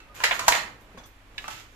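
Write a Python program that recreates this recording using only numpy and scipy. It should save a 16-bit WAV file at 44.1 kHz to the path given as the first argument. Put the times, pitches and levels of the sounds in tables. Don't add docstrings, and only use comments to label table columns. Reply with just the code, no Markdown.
import sys
import numpy as np
from scipy import signal
from scipy.fft import rfft, irfft
from scipy.io import wavfile
from scipy.ndimage import uniform_filter1d

SR = 44100
rng = np.random.default_rng(int(sys.argv[2]) if len(sys.argv) > 2 else 0)


def dump_mix(stems):
    frames = np.atleast_2d(stems).T
    limited = np.clip(frames, -1, 1)
    pcm = np.round(limited * 32767).astype(np.int16)
    wavfile.write(sys.argv[1], SR, pcm)


N = 77175
T = np.arange(N) / SR

# f/Hz, fade/s (a fade is the time taken to drop by 60 dB)
ROOM_FADE = [(100, 0.88), (500, 0.23), (1200, 0.42), (3000, 0.35), (7000, 0.32), (14000, 0.3)]
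# f/Hz, likeness (1 = the same)
EAR_LIKENESS = [(50, 0.77), (250, 0.96), (600, 0.88), (1200, 0.093), (12000, 0.084)]
# f/Hz, level/dB
MIC_BALANCE = [(300, 1.3), (650, 1), (1000, -2.8), (3000, -3), (8000, -1)]
# f/Hz, level/dB
HUM_NOTES = [(48, -58.5), (101, -63.5)]

# f/Hz, level/dB
AIR_TONE = [(12, -16), (20, -0.5), (71, -14), (179, -33.5), (263, -17.5), (443, -26), (903, -24.5),
            (1220, -24), (2360, -25), (6680, -42), (14000, -45.5)]
SHUFFLE_TONE = [(40, -18.5), (105, 3), (170, -3), (400, -4.5), (950, -5), (2500, -16), (8000, -35)]
BRUSH_TONE = [(500, -13), (3000, -8.5), (7500, -4), (9500, -12), (13500, 1)]
RUSTLE_TONE = [(100, -15.5), (500, -6.5), (1300, 1), (3000, 1.5), (5000, -4), (7200, -2.5), (9000, -16),
               (13500, -11)]
SLIDE_TONE = [(100, -27.5), (600, -2), (1600, 3.5), (3500, -1), (5200, -8), (7000, -2.5), (9000, -15.5),
              (13500, -12)]
WOOD_TONE = [(30, -25.5), (120, -38.5), (330, -18.5), (560, -2), (1000, 0.5), (1900, -1), (3000, -5.5),
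             (3700, -7), (5400, -8), (6900, -5.5), (9000, -18), (13500, -19)]

# t/s, level/dB
FRAME_SHUFFLE = [(0, -61.5), (.2, -51.5), (.5, -43.5), (.7, -49), (.8, -57), (1.03, -53), (1.15, -70),
                 (1.45, -51), (1.55, -55.5), (1.75, -65.5)]
THREAD_RUSTLE = [(1.28, -84.5), (1.36, -60), (1.43, -47), (1.47, -52), (1.5, -39), (1.56, -47),
                 (1.605, -46.5), (1.64, -65), (1.75, -60.5)]
SHUTTLE_SLIDE = [(.145, -46.5), (.165, -43.5), (.185, -44.5), (.205, -40.5), (.3, -42.5), (.35, -30.5),
                 (.39, -57.5), (.46, -40.5), (.49, -25), (.52, -67)]

# t/s, level/dB, f/Hz, fade/s
TIMBER_THUMPS = [(0.233, -52, 71.5, .08), (0.481, -39, 41.3, 0.089), (0.486, -53, 102.4, 0.49),
                 (.942, -49, 184, 0.13), (0.946, -42, 418, 0.032), (0.977, -47.5, 248, 0.092),
                 (1.539, -51, 127, .12)]
# t/s, level/dB, fade/s
REED_BRUSHES = [(0.149, -45, 0.17), (0.807, -55, 0.19), (1.057, -47, 0.19)]
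# t/s, level/dB
REED_RATTLES = [(.981, -48.5), (1.036, -50)]

# f/Hz, level/dB, fade/s
REED_NOTES = [(3440, 8.1, 0.042), (4920, 1, .015), (6050, 6.3, 0.019)]
BEATER_NOTES = [(514, 3, 0.04), (1087, 0.5, 0.045)]
STICK_NOTES = [(1693, -0.5, 0.11), (1965, -7, 0.067), (2225, -8.5, 0.032), (2584, -7.5, 0.083),
               (2890, -8, 0.09), (3770, 2, 0.015), (4250, -12, 0.028), (5050, 0.5, 0.022)]
FRAME_NOTES = [(877, -3, 0.22), (1189, 3.5, 0.1), (1310, 1, .32), (1523, 3, 0.049), (2646, -1, 0.28)]
PICKER_NOTES = [(583, -13.5, 0.17), (657, -12.5, 0.1), (972, -6.5, .14), (1024, 2.5, .08),
                (1395, -1.5, 0.14), (1490, -6.5, .09), (1832, -4, 0.081), (2253, -10, 0.076),
                (2414, -4.5, .1), (2855, -14, 0.16)]
BOX_NOTES = [(663, -1.5, 0.035), (708, -2.5, 0.047), (849, -4, 0.13), (956, 5.5, 0.081), (1052, -0.5, .13),
             (1175, -8, 0.21), (1660, -2, 0.16), (1823, -3.5, 0.17), (2380, -9.5, 0.18), (2610, -9.5, 0.22),
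             (2946, -6, 0.11), (4174, -2.5, 0.16), (6800, -10, .11)]

# t/s, level/dB, thud/dB, clack/dB, crack/dB, rise/s, fade/s, left over right/dB, echo/dB
BEATER_PRESSES = [(.9725, -41, 10, -5.5, -8, 0.0023, 0.11, 0.79, -2.5)]
STICK_CLICKS = [(1.3794, -42, 9.8, 11.7, 0.67, 0.00089, 0.071, -0.89, -7.5)]
FRAME_KNOCKS = [(.002, -56, -2, 9, 1.5, 0.00055, 0.041, -1.5, 2.5),
                (1.4416, -37.5, 5, -1.5, -13, 0.00032, 0.046, -0.5, -2),
                (1.4798, -32, 14, -3.5, -3.5, 0.00039, 0.05, -1.1, -3.5)]
PICKER_FLICKS = [(.2015, -34, 11, -1.5, -9, 0.00087, 0.018, 0.5, 4),
                 (.2352, -19, -8, 7.5, 1.5, 0.0025, 0.067, 0.5, -1.5),
                 (.3102, -21, 10, 5, -20, 0.00043, 0.12, -0.5, -9.5),
                 (.3918, -26.5, -4.5, 0, 0.5, 0.00098, 0.049, -0.5, 0)]
BOX_SLAMS = [(.4796, -11.5, 7, -1.5, 2.5, 0.0014, 0.061, 0.29, -4),
             (.5198, -22.5, 2, 5.5, -2.5, 0.0016, 0.02, -1.4, 1.5),
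             (.5485, -27, 4, 3, -0.5, 0.0015, 0.015, -3, 3.5)]

THUD_HZ, CLACK_HZ, CRACK_HZ, TOP_HZ = 313, 1603, 4430, 14400


def amp(db):
    return 10 ** (np.asarray(db) / 20)


def read(points, hz):
    f, value = np.transpose(points)
    return np.interp(np.log(hz + 1), np.log(f), value)


def level(points):
    return amp(np.interp(T, *np.transpose(points), left=-120))


def evened(x):
    return x / np.sqrt(np.mean(x ** 2) + 1e-20)


def as_blow(x, blow_s=0.01):
    return evened(x) * np.sqrt(blow_s * SR / x.shape[-1])


def add(mix, s, sound):
    part = mix[:, max(round(s * SR), 0):][:, :sound.shape[-1]]
    part += sound[..., :part.shape[1]]


def panned(x, db):
    return x * amp([[db / 2], [-db / 2]])


def colour(x, tone, amount=1):
    hz = abs(np.fft.fftfreq(4096, 1 / SR))
    log_gain = np.log(amp(amount * read(tone, hz)))
    response = np.exp(np.conj(signal.hilbert(log_gain)))
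    taps = np.fft.ifft(response).real[:2048]
    return signal.fftconvolve(x, taps[None], axes=1)[:, :x.shape[1]]


def scattered_noise():
    left, other = rfft(rng.standard_normal((2, N)))
    alike = read(EAR_LIKENESS, np.fft.rfftfreq(N, 1 / SR))
    right = alike * left + np.sqrt(1 - alike ** 2) * other
    return irfft(np.array([left, right]), N)


def room_echo(x, build_s=0.0066):
    hz, t, bands = signal.stft(scattered_noise(), SR, nperseg=256)
    bands = bands * amp(-60 * t / read(ROOM_FADE, hz)[:, None])
    tail = signal.istft(bands, SR, nperseg=256)[1][:, :N]
    build = 1 - np.exp(-(T / build_s) ** 2)
    return signal.fftconvolve(x, evened(tail * build) / np.sqrt(N), axes=1)[:, :N]


def ring(notes, spread=0.84, wide_hz=1300):
    t = T[:SR // 2]
    ears = spread * np.array([[1], [-1]])
    out = np.zeros((2, len(t)))
    for hz, db, fade_s in notes:
        start, gap = rng.uniform(-1.2, 1, 2)
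        phase = np.pi * start + ears * gap * min(hz / wide_hz, 1) ** 2
        out += amp(db - 60 * t / fade_s) / np.sqrt(fade_s) * np.sin(2 * np.pi * hz * t + phase)
    return as_blow(out)


def background(air_db=-55):
    air = amp(air_db) * evened(colour(scattered_noise(), AIR_TONE))
    hum = sum(amp(db) * np.sqrt(2) * np.sin(2 * np.pi * (hz * T + rng.random())) for hz, db in HUM_NOTES)
    shuffle = level(FRAME_SHUFFLE) * evened(colour(scattered_noise(), SHUFFLE_TONE))
    return panned(air + hum + shuffle, db=-1.5)


def squeak(start_s=0.086, length_s=0.056, hz=1226, db=-51.5, waver=0.006):
    wobble = evened(uniform_filter1d(rng.standard_normal(N), size=150))
    pitch = hz * (1 + waver * wobble)
    swell = np.sin(np.pi * np.clip((T - start_s) / length_s, 0, 1))
    return amp(db) * swell * np.sin(2 * np.pi * np.cumsum(pitch) / SR)


def thumps(rise_s=0.0051):
    out = np.zeros((2, N))
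    for s, db, hz, fade_s in TIMBER_THUMPS:
        swing = 2 * np.minimum(T / rise_s, 1) * amp(db - 60 * T / fade_s)
        add(out, s, swing * np.sin(2 * np.pi * hz * T))
    return out


def reed(rise_s=0.0035, rattle_fade_s=0.12):
    out = np.zeros((2, N))
    for s, db, fade_s in REED_BRUSHES:
        hiss = evened(colour(scattered_noise(), BRUSH_TONE))
        add(out, s, hiss * np.minimum(T / rise_s, 1) * amp(db - 60 * T / fade_s))
    for s, db in REED_RATTLES:
        chatter = scattered_noise() * amp(-60 * T / rattle_fade_s)
        rattle = signal.fftconvolve(chatter, ring(REED_NOTES), axes=1)
        add(out, s, amp(db) * as_blow(rattle))
    return out


def rub(loudness, tone, pan_db, catches_per_s=3000, spread_db=3.5, echo_db=-0.5):
    sizes = amp(-spread_db * np.minimum(rng.exponential(1, N), 4))
    caught = rng.random(N) < catches_per_s / SR
    catches = sizes * caught * rng.standard_normal((2, N))
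    hiss = evened(colour(catches, tone)) * level(loudness)
    return panned(hiss + amp(echo_db) * room_echo(hiss), pan_db) / np.hypot(1, amp(echo_db))


def shuttle_slide(ring_db=-17):
    hiss = rub(SHUTTLE_SLIDE, SLIDE_TONE, pan_db=-1.5)
    ringing = signal.fftconvolve(hiss, ring(PICKER_NOTES), axes=1)[:, :N]
    return hiss + amp(ring_db) * hiss.std() * evened(ringing)


def wood_strikes(blows, notes, ring_db, centre_share=0.45, hold_rises=3.1, lag_s=0.00009, tilt=0.3):
    out = np.zeros((2, N))
    for s, db, thud_db, clack_db, crack_db, rise_s, fade_s, pan_db, echo_db in blows:
        attack = 1 - np.exp(-(T / rise_s) ** 2)
        release = amp(-60 * np.maximum(T - hold_rises * rise_s, 0) / fade_s)
        centre = np.sqrt(centre_share) * rng.standard_normal(N)
        sides = np.sqrt(1 - centre_share) * scattered_noise()
        hit = as_blow(colour((centre + sides) * attack * release, WOOD_TONE))
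        add(hit, 0, amp(ring_db) * ring(notes) * attack[:SR // 2])
        hit += amp(echo_db) * as_blow(room_echo(hit))
        hit[0] = np.roll(hit[0], round(lag_s * SR))
        top_db = crack_db + tilt * (crack_db - clack_db)
        tone = [(THUD_HZ * .7, thud_db), (THUD_HZ * 1.4, 0),
                (CLACK_HZ * .8, 0), (CLACK_HZ * 1.25, clack_db),
                (CRACK_HZ * .8, clack_db), (CRACK_HZ * 1.25, crack_db), (TOP_HZ, top_db)]
        add(out, s, amp(db) * panned(colour(hit, tone), pan_db))
    return out


def scene():
    wood = (wood_strikes(PICKER_FLICKS, PICKER_NOTES, ring_db=-3.5)
            + wood_strikes(BOX_SLAMS, BOX_NOTES, ring_db=-3.5)
            + wood_strikes(FRAME_KNOCKS, FRAME_NOTES, ring_db=-2)
            + wood_strikes(STICK_CLICKS, STICK_NOTES, ring_db=3)
            + wood_strikes(BEATER_PRESSES, BEATER_NOTES, ring_db=-2.5))
    rubbing = shuttle_slide() + rub(THREAD_RUSTLE, RUSTLE_TONE, pan_db=-2)
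    return wood + rubbing + thumps() + reed() + squeak() + background()


def record(dry, ceiling=0.95):
    left = colour(dry[:1], MIC_BALANCE, amount=0.5)
    right = colour(dry[1:], MIC_BALANCE, amount=-0.5)
    heard = np.vstack([left, right])
    rounded = heard / (1 + (heard / ceiling) ** 6) ** (1 / 6)
    treble_cut = signal.firwin(401, TOP_HZ, window=("kaiser", 9), fs=SR)
    return signal.oaconvolve(rounded, treble_cut[None], "same")


dry = scene()
out = record(dry)
dump_mix(out)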